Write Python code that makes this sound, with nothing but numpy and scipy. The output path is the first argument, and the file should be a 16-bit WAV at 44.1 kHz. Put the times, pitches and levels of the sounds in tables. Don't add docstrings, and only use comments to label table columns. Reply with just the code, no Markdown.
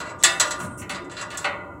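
import sys
import numpy as np
from scipy import signal
from scipy.fft import rfft, irfft
from scipy.io import wavfile

SR = 44100
rng = np.random.default_rng(int(sys.argv[2]) if len(sys.argv) > 2 else 0)


def output_pcm(signal):
    pcm = np.clip(np.atleast_2d(signal).T, -1, 1) * 32767
    wavfile.write(sys.argv[1], SR, np.round(pcm).astype(np.int16))


N = 79380

SPOTS = ["loop", "rim", "post"]


def padlock(spot):
    # start in seconds, spot, then the level in dB of five bands from low to high.
    knock_rows = [ (0.001, "rim", -32.5, -38, -41, -42, -58), (0.2356, "loop", -22.5, -16, -16, -12, -29.5),
                  (0.398, "rim", -24, -24, -21.5, -17, -36.5), (0.471, "rim", -52, -52, -53, -43, -65),
                  (0.507, "rim", -47, -37, -34, -30, -51), (0.600, "rim", -33.5, -42.5, -51, -42.5, -54.5),
                  (0.816, "post", -45, -42, -56, -49, -54), (0.894, "post", -34, -32.5, -37, -40, -53),
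                  (0.945, "rim", -38, -41, -41.5, -48.5, -70), (1.044, "loop", -65, -66, -68, -59.5, -85),
                  (1.096, "rim", -45.5, -48.5, -52.5, -55, -90), (1.113, "loop", -55, -45, -51, -47, -77),
                  (1.166, "rim", -40.5, -41, -39, -47, -81), (1.212, "rim", -35, -48, -44.5, -39.5, -68),
                  (1.303, "post", -46.5, -42.5, -44, -47, -66),
                  (1.372, "loop", -40.5, -43.5, -41.5, -31.5, -48),
                  (1.4432, "post", -24.5, -25, -33, -41.5, -65)]
    # start in seconds, length in seconds, spot, then the same five levels in dB.
    scrape_rows = [ (0.010, 0.097, "rim", -40, -43, -50, -50.5, -74),
                   (0.178, 0.095, "loop", -48.5, -53, -56, -47, -76),
                   (0.591, 0.068, "post", -47, -51, -55, -49.5, -54),
                   (0.771, 0.03, "post", -51, -51.5, -64, -44, -51),
                   (0.895, 0.065, "loop", -42.5, -41, -44, -44, -70),
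                   (1.106, 0.07, "rim", -58, -50, -52, -57, -76),
                   (1.166, 0.055, "rim", -43, -36.5, -40, -41, -65),
                   (1.298, .060, "loop", -39, -37.5, -45.5, -49, -62.5),
                   (1.384, 0.053, "rim", -39.5, -48, -54, -47.5, -60)]
    rings = steel_ring(spot)
    force = np.zeros((len(rings), N))
    for start, where, *db in knock_rows:
        if where == spot:
            force[:, int(start * SR)] += amp(db)
    for start, length, where, *db in scrape_rows:
        if where == spot:
            force += np.outer(amp(db), stick_and_slip(start, length))
    return sum(signal.fftconvolve(push, ring)[:N] for push, ring in zip(force, rings))


def steel_ring(spot):
    # the pitch of one tone in Hz. Those below 3000 Hz are the gate's, the rest the lock's.
    tone_pitches = [355, 577, 603, 664, 778, 933, 997, 1096, 1130, 1190, 1221, 1295, 1403, 1440, 1474, 1617,
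                    1740, 1816, 1924, 2010, 2196, 2606, 2643, 2776, 3075, 3426, 3477, 3640, 4009, 4245,
                    4930, 4980, 5652, 5836, 6659, 6772, 6955, 7495, 7748, 7991, 8154]
    # seconds to fade by 60 dB, then level in dB when hit on loop, rim and post.
    tone_rows = [(2.5, -35.5, -41.5, -57.5), (1.0, -38.5, -38.5, -29.5), (1.34, -46, -37, -33.5),
                 (0.8, -29.5, -34.5, -40), (0.83, -27.5, -40, -30.5), (1.3, -53.5, -35.5, -38.5),
                 (1.58, -31.5, -36, -35), (1.2, -37, -35, -37), (0.31, -28, -26.5, -25),
                 (1.3, -26, -31.5, -39), (1.2, -29, -34, -37), (0.58, -42, -46.5, -30.5),
                 (2.2, -39, -35, -36.5), (0.9, -30.5, -28, -32.5), (1.2, -32, -49, -40.5),
                 (0.16, -41.5, -46.5, -24), (0.5, -27.5, -26, -44), (0.41, -26.5, -25, -24),
                 (0.53, -24, -27, -25.5), (0.81, -34.5, -35, -28.5), (0.71, -37, -49, -36),
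                 (0.13, -21, -32, -33.5), (0.46, -27.5, -38, -32), (0.26, -25, -27.5, -27),
                 (0.35, -37.5, -33.5, -49), (0.25, -19.5, -30, -21), (0.24, -24, -40.5, -41),
                 (0.3, -20, -43, -21.5), (0.22, -36.5, -24.5, -42), (0.26, -28.5, -25.5, -41),
                 (0.4, -30.5, -32, -54), (0.28, -26, -30.5, -50), (0.3, -39.5, -32, -40),
                 (0.17, -42.5, -22.5, -22), (0.058, -20, -18, -49), (0.15, -27, -23, -24),
                 (0.14, -19.5, -34, -46), (0.13, -14, -17, -36), (0.22, -26.5, -16, -23),
                 (0.17, -24, -29.5, -22), (0.12, -27, -28.5, -38)]
    # a border of the five bands in Hz, from low to high.
    band_edges = [250, 1600, 3000, 5200, 10600, 17000]
    t = np.arange(N) / SR
    onset = slice(0, SR // 40)
    crowd = weak_tones(t)
    ring = amp(-14) * crowd / rms(crowd[onset])
    swing = waver()
    strength, phase = abs(swing), np.angle(swing)
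    for hz, (t60, *db) in zip(tone_pitches, tone_rows):
        shift = rng.integers(N)
        angle = 2 * np.pi * (hz * t + rng.random()) + np.roll(phase, shift)
        tone = np.roll(strength, shift) * np.sin(angle)
        ring += amp(db[SPOTS.index(spot)]) * tone * build_up(t, hz) * fade(t, t60)
    crack = np.diff(rng.standard_normal(N + 1)) / 2
    ring += amp(-16) * crack * np.exp(-t / .0015)
    bands = [bandpass(ring, lo, hi, order=7) for lo, hi in zip(band_edges, band_edges[1:])]
    return [band / rms(band[onset]) for band in bands]


def weak_tones(t):
    # pitch in Hz, relative level in dB, seconds to fade by 60 dB for the early and late part.
    crowd_rows = [(250, -20, 1, 1.1), (450, -8, 1, 1.0), (650, -3, 0.58, 0.56), (1200, 0, 0.32, .8),
                  (1900, 2, 0.39, 0.31), (2830, -0.5, 0.23, 0.6), (4400, 4, 0.16, 0.39),
                  (5350, -5, 0.14, 0.27), (7200, 4.5, 0.087, .46), (9500, -4, .1, 0.33),
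                  (12500, -22.5, .1, .55), (15500, -20.5, .07, .4)]
    row_hz, row_db, early_s, late_s = np.array(crowd_rows).T
    f = np.maximum(np.fft.rfftfreq(N, 1 / SR), 1)
    spectrum = rfft(rng.standard_normal(N)) * bunching(f) * amp(at_pitch(f, row_hz, row_db))
    edges = np.geomspace(200, 17000, 17)
    fading_time = np.maximum(t - .011, 0)
    crowd = 0
    for lo, hi in zip(edges, edges[1:]):
        hz = np.sqrt(lo * hi)
        early = fade(fading_time, at_pitch(hz, row_hz, early_s))
        late = amp(-12.5) * fade(fading_time, at_pitch(hz, row_hz, late_s))
        band = irfft(spectrum * (f >= lo) * (f < hi), N)
        crowd += band * build_up(t, hz) * np.hypot(early, late)
    return crowd


def bunching(f, depth_db=7):
    heights = np.clip(rng.standard_normal(2000), -2, 1)
    spacing_hz = 25 + .01 * f
    place = np.cumsum(1 / spacing_hz) * SR / N
    return amp(depth_db * np.interp(place, np.arange(len(heights)), heights))


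def waver(depth=.68, rate_hz=28):
    f = np.fft.fftfreq(N, 1 / SR)
    swing = np.fft.ifft(np.exp(2j * np.pi * rng.random(N) - (f / rate_hz) ** 2))
    return 1 + depth * swing / rms(abs(swing))


def build_up(t, hz, cycles=1.3):
    return 1 - np.exp(-t * hz / cycles)


def fade(t, t60):
    return np.exp(-np.log(1000) * t / t60)


def stick_and_slip(start, length, slips_per_s=600, spread_db=1, bite_s=.015):
    t = np.arange(N) / SR - start
    size = amp(-spread_db * rng.standard_normal(N)) * rng.choice([-1, 1], N)
    slipping = rng.random(N) < slips_per_s / SR
    pushes = size * slipping * np.clip(t / bite_s, 0, 1) * (t < length)
    return pushes / (rms(pushes) * np.sqrt(N)) * np.sqrt(length / .04)


def grazing_ticks(decay_s=.0012):
    # start in seconds, level in dB.
    tick_rows = [(0.2145, -49), (0.2278, -21)]
    t = np.arange(N) / SR
    grain = bandpass(rng.standard_normal(N), lo_hz=1680, hi_hz=8500)
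    loudness = sum(amp(db) * (t >= start) * np.exp(-abs(t - start) / decay_s) for start, db in tick_rows)
    return grain / rms(grain) * loudness


def shackle_skids():
    # start in seconds, length in seconds, pitch in Hz, band width in Hz, level in dB.
    skid_rows = [(.585, .10, 8700, 2200, -44.5), (.66, 0.13, 8500, 1200, -53),
                 (.772, 0.049, 8830, 2400, -42), (.892, 0.039, 10160, 900, -46.5)]
    return noise_swells(skid_rows)


def gate_rumble():
    # start in seconds, length in seconds, pitch in Hz, band width in Hz, level in dB.
    shift_rows = [(.60, .15, 195, 81.32, -34), (.61, 0.31, 101, 35.2, -41.5), (.76, 0.27, 240, 141, -43),
                  (0.974, 0.14, 286.3, 25, -42.5), (1.0, 0.17, 354, 25, -42.5)]
    return noise_swells(shift_rows)


def background():
    # pitch in Hz, relative level in dB.
    rumble_shape = [(25, -32.5), (45, -13.5), (65, -3.5), (100, 1), (135, -3), (180, -0.5), (240, -9),
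                    (300, 0.5), (360, -6), (500, -9.5)]
    hiss_shape = [(300, -11.5), (550, 9.5), (1200, -2), (2000, -14.5), (3500, -37), (5500, -35),
                  (7500, -22.5), (11000, -35), (16000, -32)]
    return amp(-43) * steady_noise(rumble_shape) + amp(-51.5) * steady_noise(hiss_shape)


def noise_swells(rows):
    t = np.arange(N) / SR
    total = 0
    for start, length, hz, width, db in rows:
        band = bandpass(rng.standard_normal(N), hz - width / 2, hz + width / 2, order=2)
        progress = np.clip((t - start) / length, 0, 1)
        total += amp(db) * band / rms(band) * np.sqrt(abs(np.sin(np.pi * progress)))
    return total


def steady_noise(points):
    hz, db = np.array(points).T
    f = np.maximum(np.fft.rfftfreq(N, 1 / SR), 1)
    roll_off = np.minimum(1, np.minimum(f / hz[0], hz[-1] / f)) ** 4
    shaped = irfft(rfft(rng.standard_normal(N)) * roll_off * amp(at_pitch(f, hz, db)), N)
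    return shaped / rms(shaped)


def at_pitch(hz, row_hz, values):
    return np.interp(np.log(hz), np.log(row_hz), values)


def bandpass(x, lo_hz, hi_hz, order=3):
    return signal.sosfilt(signal.butter(order, [lo_hz, hi_hz], "band", fs=SR, output="sos"), x)


def amp(db):
    return 10 ** (np.asarray(db) / 20)


def rms(x):
    return np.sqrt(np.mean(x ** 2)) + 1e-12


def scene():
    clanks = sum(padlock(spot) for spot in SPOTS)
    return (clanks + grazing_ticks() + shackle_skids() + gate_rumble() + background())[None]


def record(dry):
    ceiling, top_hz = .9, 15700
    rounded = ceiling * np.tanh(dry / ceiling)
    return signal.sosfilt(signal.ellip(8, .2, 70, top_hz, fs=SR, output="sos"), rounded)


dry = scene()
out = record(dry)
output_pcm(out)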